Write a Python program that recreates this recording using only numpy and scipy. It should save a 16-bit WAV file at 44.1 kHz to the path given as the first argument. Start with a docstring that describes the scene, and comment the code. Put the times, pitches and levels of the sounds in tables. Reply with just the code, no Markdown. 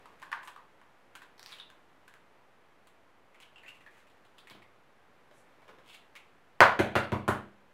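"""A small kitchen, with a steel mixing bowl of flour on a cloth-covered table.
Thumbs pull an egg apart over the bowl: the brittle shell snaps and the hollow egg resonates.
The empty halves click as they are put away, and a hand takes the next egg with soft bumps and rubs.
It knocks the egg five times on the rim: the shell cracks, the loaded bowl rings briefly,
the table booms under it and the room answers, all over a quiet hiss."""
import sys
import numpy as np
from scipy import signal
from scipy.fft import rfft, irfft
from scipy.io import wavfile

SR = 44100
rng = np.random.default_rng(int(sys.argv[2]) if len(sys.argv) > 2 else 0)


def put_to_file(sound):
    """Save the sound as 16-bit audio at rate SR, in the file named by the first command-line argument."""
    columns = np.atleast_2d(sound).T  # one column per channel
    safe = np.clip(columns, -1, 1)
    whole_steps = np.round(safe * 32767)
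    wavfile.write(sys.argv[1], SR, whole_steps.astype(np.int16))


N = 340893


def gain_of(db):
    """Decibels to a factor."""
    return 10 ** (np.asarray(db) / 20)


def unit(x):
    """Scales to an energy of one."""
    return x / np.sqrt(np.sum(x ** 2) + 1e-20)


def curve_at(points, hz):
    """Reads a curve on a log-frequency axis."""
    f, value = np.transpose(points)
    return np.interp(np.log(hz + 1), np.log(f + 1), value)


def add(mix, s, sound):
    """Mixes a sound in at s seconds."""
    part = mix[max(round(s * SR), 0):][:len(sound)]
    part += sound[:len(part)]


def high_pass(x, hz):
    """Rolls off the lows that an object is too small to radiate."""
    return signal.sosfilt(signal.butter(3, hz, "high", fs=SR, output="sos"), x)


def resonate(x, hz, q):
    """A resonance applied twice, for steep skirts."""
    b, a = signal.iirpeak(min(hz, SR / 3), max(q, .8), fs=SR)
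    return signal.lfilter(b, a, signal.lfilter(b, a, x))


def click(spectrum, size=4096):
    """The tightest click with a given spectrum (minimum phase)."""
    hz = abs(np.fft.fftfreq(size, 1 / SR))
    log_gain = np.log(gain_of(curve_at(spectrum, hz)))
    minimum_phase = np.exp(np.conj(signal.hilbert(log_gain)))
    return np.fft.ifft(minimum_phase).real[:size // 2]


def ring(modes, lag_rad=np.pi, attack_s=0.00042):
    """A struck body: decaying sines, each lagging the one before in phase."""
    t = np.arange(SR) / SR
    tones = sum(gain_of(db - 60 * t / t60) * np.sin(2 * np.pi * hz * t - k * lag_rad)
                for k, (hz, db, t60) in enumerate(modes))
    attack = 1 - np.exp(-(t / attack_s) ** 2)
    return unit(tones * attack)


def grains(length, per_s):
    """Sparse clicks of uneven size."""
    return rng.standard_normal(length) * (rng.random(length) < per_s / SR)


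def crunch(decay_s, trail_gain, per_s, size=3000):
    """One click with a dying trail of grains."""
    decay = np.exp(-np.arange(size) / SR / max(decay_s, 1e-4))
    train = trail_gain * unit(grains(size, per_s) * decay)
    train[0] += 1
    return train


def fracture(colour, steps, room):
    """The tiny steps of a break arrive one by one; the room blurs them into a single tail."""
    out = signal.fftconvolve(room, colour)
    direct = np.linalg.norm(colour) * unit(signal.fftconvolve(steps, colour))
    add(out, 0, direct)
    return out


# Colour of the hiss: f/Hz, spectral level/dB
HISS_SPECTRUM = [(25, -14), (45, -10), (100, -3.5), (200, -3.5), (500, -1), (1000, -2.5), (2000, -7.5),
                 (3200, -15.5), (5000, -24), (8000, -29), (13000, -32), (16000, -43)]
# Slow level ride on the hiss: t/s, level/dB
HISS_RIDE = [(0, 5), (.7, 1.5), (1.8, 1.5), (3.15, 0), (3.8, 2), (4.899, .5), (5.6, 2.5), (6.501, 0.9)]


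def room_tone(level_db=-65):
    """A bed of quiet, dull hiss that drifts a little in level."""
    colour = gain_of(curve_at(HISS_SPECTRUM, np.fft.rfftfreq(N, 1 / SR)))
    hiss = irfft(rfft(rng.standard_normal(N)) * colour, N)
    ride_db = np.interp(np.arange(N) / SR, *np.transpose(HISS_RIDE))
    return unit(hiss) * np.sqrt(N) * gain_of(level_db + ride_db)


# Reverb time of the kitchen: f/Hz, t60/s
KITCHEN_DECAY = [(100, 0.53), (500, 0.45), (1200, 0.34), (3000, 0.39), (6000, 0.28), (14000, 0.24)]
# Early reflections off nearby surfaces: t/s, relative gain
REFLECTIONS = [(.0057, 0.26), (.0105, 0.72), (.013, 0.11), (.0185, 0.3), (.030, .2), (.035, 0.2)]


def kitchen(wet_db, echo_db, build_s=0.0028):
    """The room's response: early reflections and a short tail that dies sooner in the treble."""
    t = np.arange(SR // 2) / SR
    build_up = 1 - np.exp(-(t / build_s) ** 2)
    taps = np.sign(grains(len(t), per_s=7000)) * build_up
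    hz, frame_s, bands = signal.stft(taps, SR, nperseg=256)
    decay = gain_of(-60 * frame_s / curve_at(KITCHEN_DECAY, hz)[:, None])
    _, tail = signal.istft(bands * decay, SR, nperseg=256)
    response = gain_of(wet_db) * unit(tail)
    for s, gain in REFLECTIONS:
        add(response, s, np.array([gain * gain_of(echo_db)]))
    return response


# Modes of the table under the bowl: f/Hz, level/dB, t60/s
TABLE_MODES = [(60, -7, .35), (89.2, -6, 0.5), (101.3, 4.5, 0.34), (130.4, 2.5, 0.39), (199.8, -1, 0.58),
               (226.6, 1.5, 0.41), (309, -1, 0.38), (302.5, -28, 0.34), (345.8, -8, 0.54), (379, -6, 0.2),
               (421, 0, 0.039), (437, -9.5, 0.35)]


def table_boom():
    """The low ring of the table top."""
    return unit(high_pass(ring(TABLE_MODES, lag_rad=1.87, attack_s=0.0017), hz=60))


# Colour of brittle shell: f/Hz, level/dB
SNAP_SPECTRUM = [(500, -51), (2000, -13), (4000, 5.5), (7000, 13.5), (11000, 7), (15000, 0)]


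def shell_snap():
    """The bright transient of brittle shell."""
    return click(SNAP_SPECTRUM)


# Hand and egg bump the table: t/s, level/dB, boom relative to that level/dB
BUMP_CUES = [(4.509, -52, 3.5), (4.55, -52, -8), (4.578, -73, 2), (5.312, -55.5, -15), (5.496, -68, -3),
             (5.62, -57.5, -15), (5.68, -50.5, -20), (5.693, -49.5, -26), (5.786, -53.5, -6)]
# Colour of a bump on cloth: f/Hz, level/dB
BUMP_SPECTRUM = [(60, -13), (150, -7), (600, 3.5), (1200, -0.5), (3000, -10.5), (8000, -29), (15000, -34)]
# Skin and shell slide: t/s, length/s, level/dB, scrape f/Hz
RUB_CUES = [(0.412, 0.082, -75, 8660), (1.399, 0.24, -64.5, 2425), (3.401, 0.048, -65.5, 2610),
            (3.662, 0.054, -63, 2430), (3.724, 0.051, -77, 2280), (3.879, 0.18, -74.5, 2110),
            (4.362, 0.066, -70, 3610), (4.487, 0.041, -61.5, 3260), (5.303, 0.15, -82, 8300),
            (5.829, 0.13, -65.5, 2900), (5.918, 0.047, -58.5, 2800)]


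def handling(bump_db=22, boom_db=17, fizz_db=-7):
    """Dull bumps on the cloth-covered table and the fine grain of sliding."""
    out, boom = np.zeros(N), table_boom()
    for s, db, low_db in BUMP_CUES:
        bump = np.convolve(crunch(decay_s=0.0077, trail_gain=4.2, per_s=5000), click(BUMP_SPECTRUM))
        add(out, s, gain_of(db + bump_db) * unit(bump))
        add(out, s, gain_of(db + low_db + boom_db) * boom)
    for s, seconds, db, hz in RUB_CUES:
        length = round(seconds * SR)
        slips = grains(length, per_s=2500) * signal.windows.hann(length)
        scrape = unit(resonate(slips, hz, q=1.33))
        fizz = gain_of(fizz_db) * unit(signal.lfilter(shell_snap(), 1, slips))
        add(out, s, gain_of(db) * np.sqrt(length) * (scrape + fizz))
    return out + signal.fftconvolve(out, kitchen(wet_db=-1.0, echo_db=-8))[:N]


def shell_break(crumble_s, snap_db, room, resonances):
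    """A break snaps and rings the shell's resonances, each given as f/Hz, Q, level/dB."""
    steps = crunch(crumble_s, trail_gain=1.6, per_s=5000)
    tap = high_pass(signal.unit_impulse(1024), hz=700)
    out = gain_of(snap_db) * fracture(unit(shell_snap()), steps, room)
    for hz, q, db in resonances:
        add(out, 0, gain_of(db) * fracture(unit(resonate(tap, hz, q)), steps, room))
    return out


def shell_piece(hz, q):
    """The freer a piece of shell, the more it rings and the less it snaps or shakes the half shell."""
    freedom = np.log2(max(q, 1))  # zero when pinched, one more per doubling of Q
    crumble_s = 0.01 * (2482 / hz) ** 2.1  # smaller, higher pieces are quicker
    snap_db = -1.5 - 7.5 * freedom
    fundamental, overtone = (hz, q, 0), (2.8 * hz, q, -24.5)
    half_shell = (1200, 0.82, -0.5 - 3 * freedom)
    room = kitchen(wet_db=-2.0, echo_db=-11)
    return shell_break(crumble_s, snap_db, room, [fundamental, overtone, half_shell])


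# Loose pieces and empty halves click: t/s, level/dB, f/Hz, Q
PIECE_CUES = [(1.38, -37, 4600, 1.7), (1.3946, -26, 4470, 1.6), (1.4288, -27.5, 5350, 1.6),
              (1.4613, -22, 4800, 1.9), (1.514, -32, 4500, 2), (1.5218, -25, 3540, 3.6),
              (1.5275, -22.5, 3500, 3.5), (1.5858, -26, 2900, 4.6), (1.5993, -20, 3620, 6.6),
              (2.872, -37, 2570, 0.84), (3.346, -34, 2100, 2.6), (3.402, -31.5, 2400, 1.4),
              (3.4263, -28.5, 2860, 4.7), (3.559, -28.5, 2770, 8.6), (3.5815, -30.5, 2700, 5.2),
              (3.635, -28, 1860, 3.9), (3.662, -28.5, 2520, 7.1), (3.681, -19, 2755, 14),
              (3.808, -37, 2020, 2.3), (3.8636, -25.5, 1780, 5.3), (4.3831, -30, 2920, 2),
              (4.4723, -28.5, 1870, 2.1), (4.4994, -27.5, 3440, 2), (4.6215, -31.5, 2070, 3.3),
              (5.8968, -27.5, 2780, 3.2), (6.154, -25.5, 2060, 2), (6.162, -24, 2310, 2.4)]


def loose_shell(piece_db=-1, crinkle_db=-45, crinkle_hz=2300, crinkle_span_s=(3.5, 4.35), crinkles=14):
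    """Pieces and halves click against each other, and crinkle faintly as the halves are nested."""
    out = np.zeros(N)
    for s, db, hz, q in PIECE_CUES:
        add(out, s, gain_of(db + piece_db) * shell_piece(hz, q))
    for k, (jitter, strength, pitch) in enumerate(rng.uniform(-1, 1, (crinkles, 3))):
        s = np.interp(k + jitter / 2, [-1, crinkles], crinkle_span_s)
        hz = crinkle_hz * 2 ** (0.34 * pitch)
        add(out, s, gain_of(crinkle_db + 8 * strength) * shell_piece(hz, q=1.7))
    return out


# Thumbs break the full egg: t/s, crumble/s, lower resonance/dB, upper resonance/dB, snap/dB
CRACK_CUES = [(0.057, .004, -24.5, -34, -41.5), (.1985, .003, -47, -48, -44), (.219, .0017, -28, -35, -38),
              (0.2267, 0.0074, -19.5, -20.5, -35), (0.317, 0.022, -19, -14, -30),
              (.3279, 0.0014, -7.5, -7.5, -44), (.431, .0064, -22.5, -24.5, -39),
              (0.4752, .0096, -19, -21, -29.5), (0.5622, 0.0018, -20.5, -29.5, -43),
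              (0.8148, .0012, -32.5, -34.5, -51), (1.1529, 0.0088, -26.5, -22.5, -29.5),
              (1.2194, 0.016, -27.5, -23.5, -38.5), (1.7016, .002, -32.5, -32, -41),
              (2.0793, .0048, -34, -29.5, -38.5), (2.1391, .003, -41, -30.5, -42)]


def thumb_cracks(lower_hz=1110, upper_hz=1546, hollow_q=2.57, hollow_db=-1, wall_hz=2220, wall_q=1.1):
    """Each crack rings two resonances of the hollow egg and the shell wall around the break."""
    out = np.zeros(N)
    for s, crumble_s, lower_db, upper_db, snap_db in CRACK_CUES:
        lower = (lower_hz, hollow_q, lower_db + hollow_db)
        upper = (upper_hz, hollow_q, upper_db + hollow_db)
        wall = (wall_hz, wall_q, snap_db + 5)
        room = kitchen(wet_db=-1.5, echo_db=-27)
        add(out, s, shell_break(crumble_s, snap_db, room, [lower, upper, wall]))
    return out


def table_thumps(knocks, boom_db=4, foot_db=1, lag_s=0.0011, foot_hz=360, foot_s=.024):
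    """The bowl passes each knock to the table: a few swings on its foot and a low boom."""
    t = np.arange(round(foot_s * SR)) / SR
    foot = unit(np.sin(2 * np.pi * foot_hz * t) * signal.windows.hann(len(t)) ** 2)
    out, boom = np.zeros(N), table_boom()
    for s, thump_db, _, push_db, *_ in knocks:
        add(out, s + lag_s, gain_of(thump_db + boom_db) * boom)
        add(out, s + lag_s, gain_of(push_db + foot_db) * foot)
    return out


def blow(push_db, contact_db, give_db, give_hz, push_hz=349, contact_hz=575, give_octaves=0.32):
    """A soft push in the lows, a hard contact above; the dented shell gives way and scoops one band."""
    hz = np.geomspace(100, 16000, 50)
    top_rolloff = [(6440, contact_db), (9000, contact_db - 5)]  # the contact is too slow for the very top
    force_db = curve_at([(push_hz, push_db), (contact_hz, contact_db), *top_rolloff], hz)
    scoop_db = give_db * np.exp(-(np.log2(hz / give_hz) / give_octaves) ** 2)
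    spot_db = rng.uniform(-3.5, 3.5, len(hz)) * (hz > contact_hz)  # each spot has its own colour
    return click(np.c_[hz, force_db + scoop_db + spot_db])


# Colour of shell hitting steel: f/Hz, level/dB
CLACK_SPECTRUM = [(100, -29.5), (350, -12.5), (600, 1), (1000, 3), (1450, -1), (2000, -5.5), (3000, -15.5),
                  (4200, -20), (5200, -28.5), (6300, -26.5), (8000, -30.5), (15000, -35.5)]
# Modes of the bowl, damped by its flour: f/Hz, level/dB, t60/s
BOWL_MODES = [(544, -4, .22), (564, 1, .27), (610, -2, .3), (662, -6, .42), (735, 0, .3), (795, -5, .2),
              (917, 0, .27), (950, -1, .2), (980, -1, .32), (999, 0, .27), (1035, -2, .28), (1082, 0, .32),
              (1168, -3, .28), (1249, -1, .27), (1302, -3, .33), (1347, -4, .27), (1417, -1, .33),
              (1475, -1, .3), (1532, -5, .27), (1610, -8, .24), (1696, -7, .3), (1762, -6, .3),
              (1922, -10, .18), (2070, -8, .24), (2444, -15, .22), (2767, -13, .26)]
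# Egg on the rim: t/s, table thump/dB, crumble/s, push/dB, contact/dB, give/dB, give f/Hz, snap/dB
KNOCK_CUES = [(6.6055, -4, 0.0011, 1.5, 3, -1, 620, -27), (6.7920, -2, 0.0046, 5, -8.5, -13.5, 1154, -25.5),
              (6.9544, -3, 0.0056, -1.5, -6.5, -8.5, 976, -25.5),
              (7.1201, -1, 0.0064, -3, -18, -6.5, 1600, -37),
              (7.2794, -2.5, 0.0041, 1.5, -12, -4.5, 516, -21)]


def rim_knocks(clack_db=9.5, ring_db=13.5, snap_lag_s=0.0022):
    """Each knock lands on a new spot: it clacks, rings the bowl and, just after, snaps more shell."""
    out, clack, bowl = np.zeros(N), unit(click(CLACK_SPECTRUM)), ring(BOWL_MODES)
    snap = unit(resonate(signal.unit_impulse(512), hz=9040, q=1.3))
    for s, _, crumble_s, push_db, contact_db, give_db, give_hz, snap_db in KNOCK_CUES:
        hit = blow(push_db, contact_db, give_db, give_hz)
        steps = crunch(crumble_s, trail_gain=1.0, per_s=4700)
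        room = kitchen(wet_db=3.5, echo_db=-12.5)
        add(out, s, gain_of(clack_db) * fracture(signal.fftconvolve(hit, clack), steps, room))
        add(out, s, gain_of(ring_db) * signal.fftconvolve(hit, bowl))
        add(out, s + snap_lag_s, gain_of(snap_db) * fracture(snap, steps, room))
    return out


def scene():
    """The mono mix: knocks up front, shell and hands behind them, room tone underneath."""
    knocks = rim_knocks() + table_thumps(KNOCK_CUES)
    return (knocks + thumb_cracks() + loose_shell() + handling() + room_tone())[None]


def record(dry):
    """A converter with a slight offset clips at full scale, then a steep low-pass trims the top."""
    clipped = np.clip(dry + .0006, -1, 1)
    low_pass = signal.firwin(511, cutoff=15850, window=("kaiser", 9), fs=SR)
    return signal.oaconvolve(clipped, low_pass[None], "same")


dry = scene()
out = record(dry)
put_to_file(out)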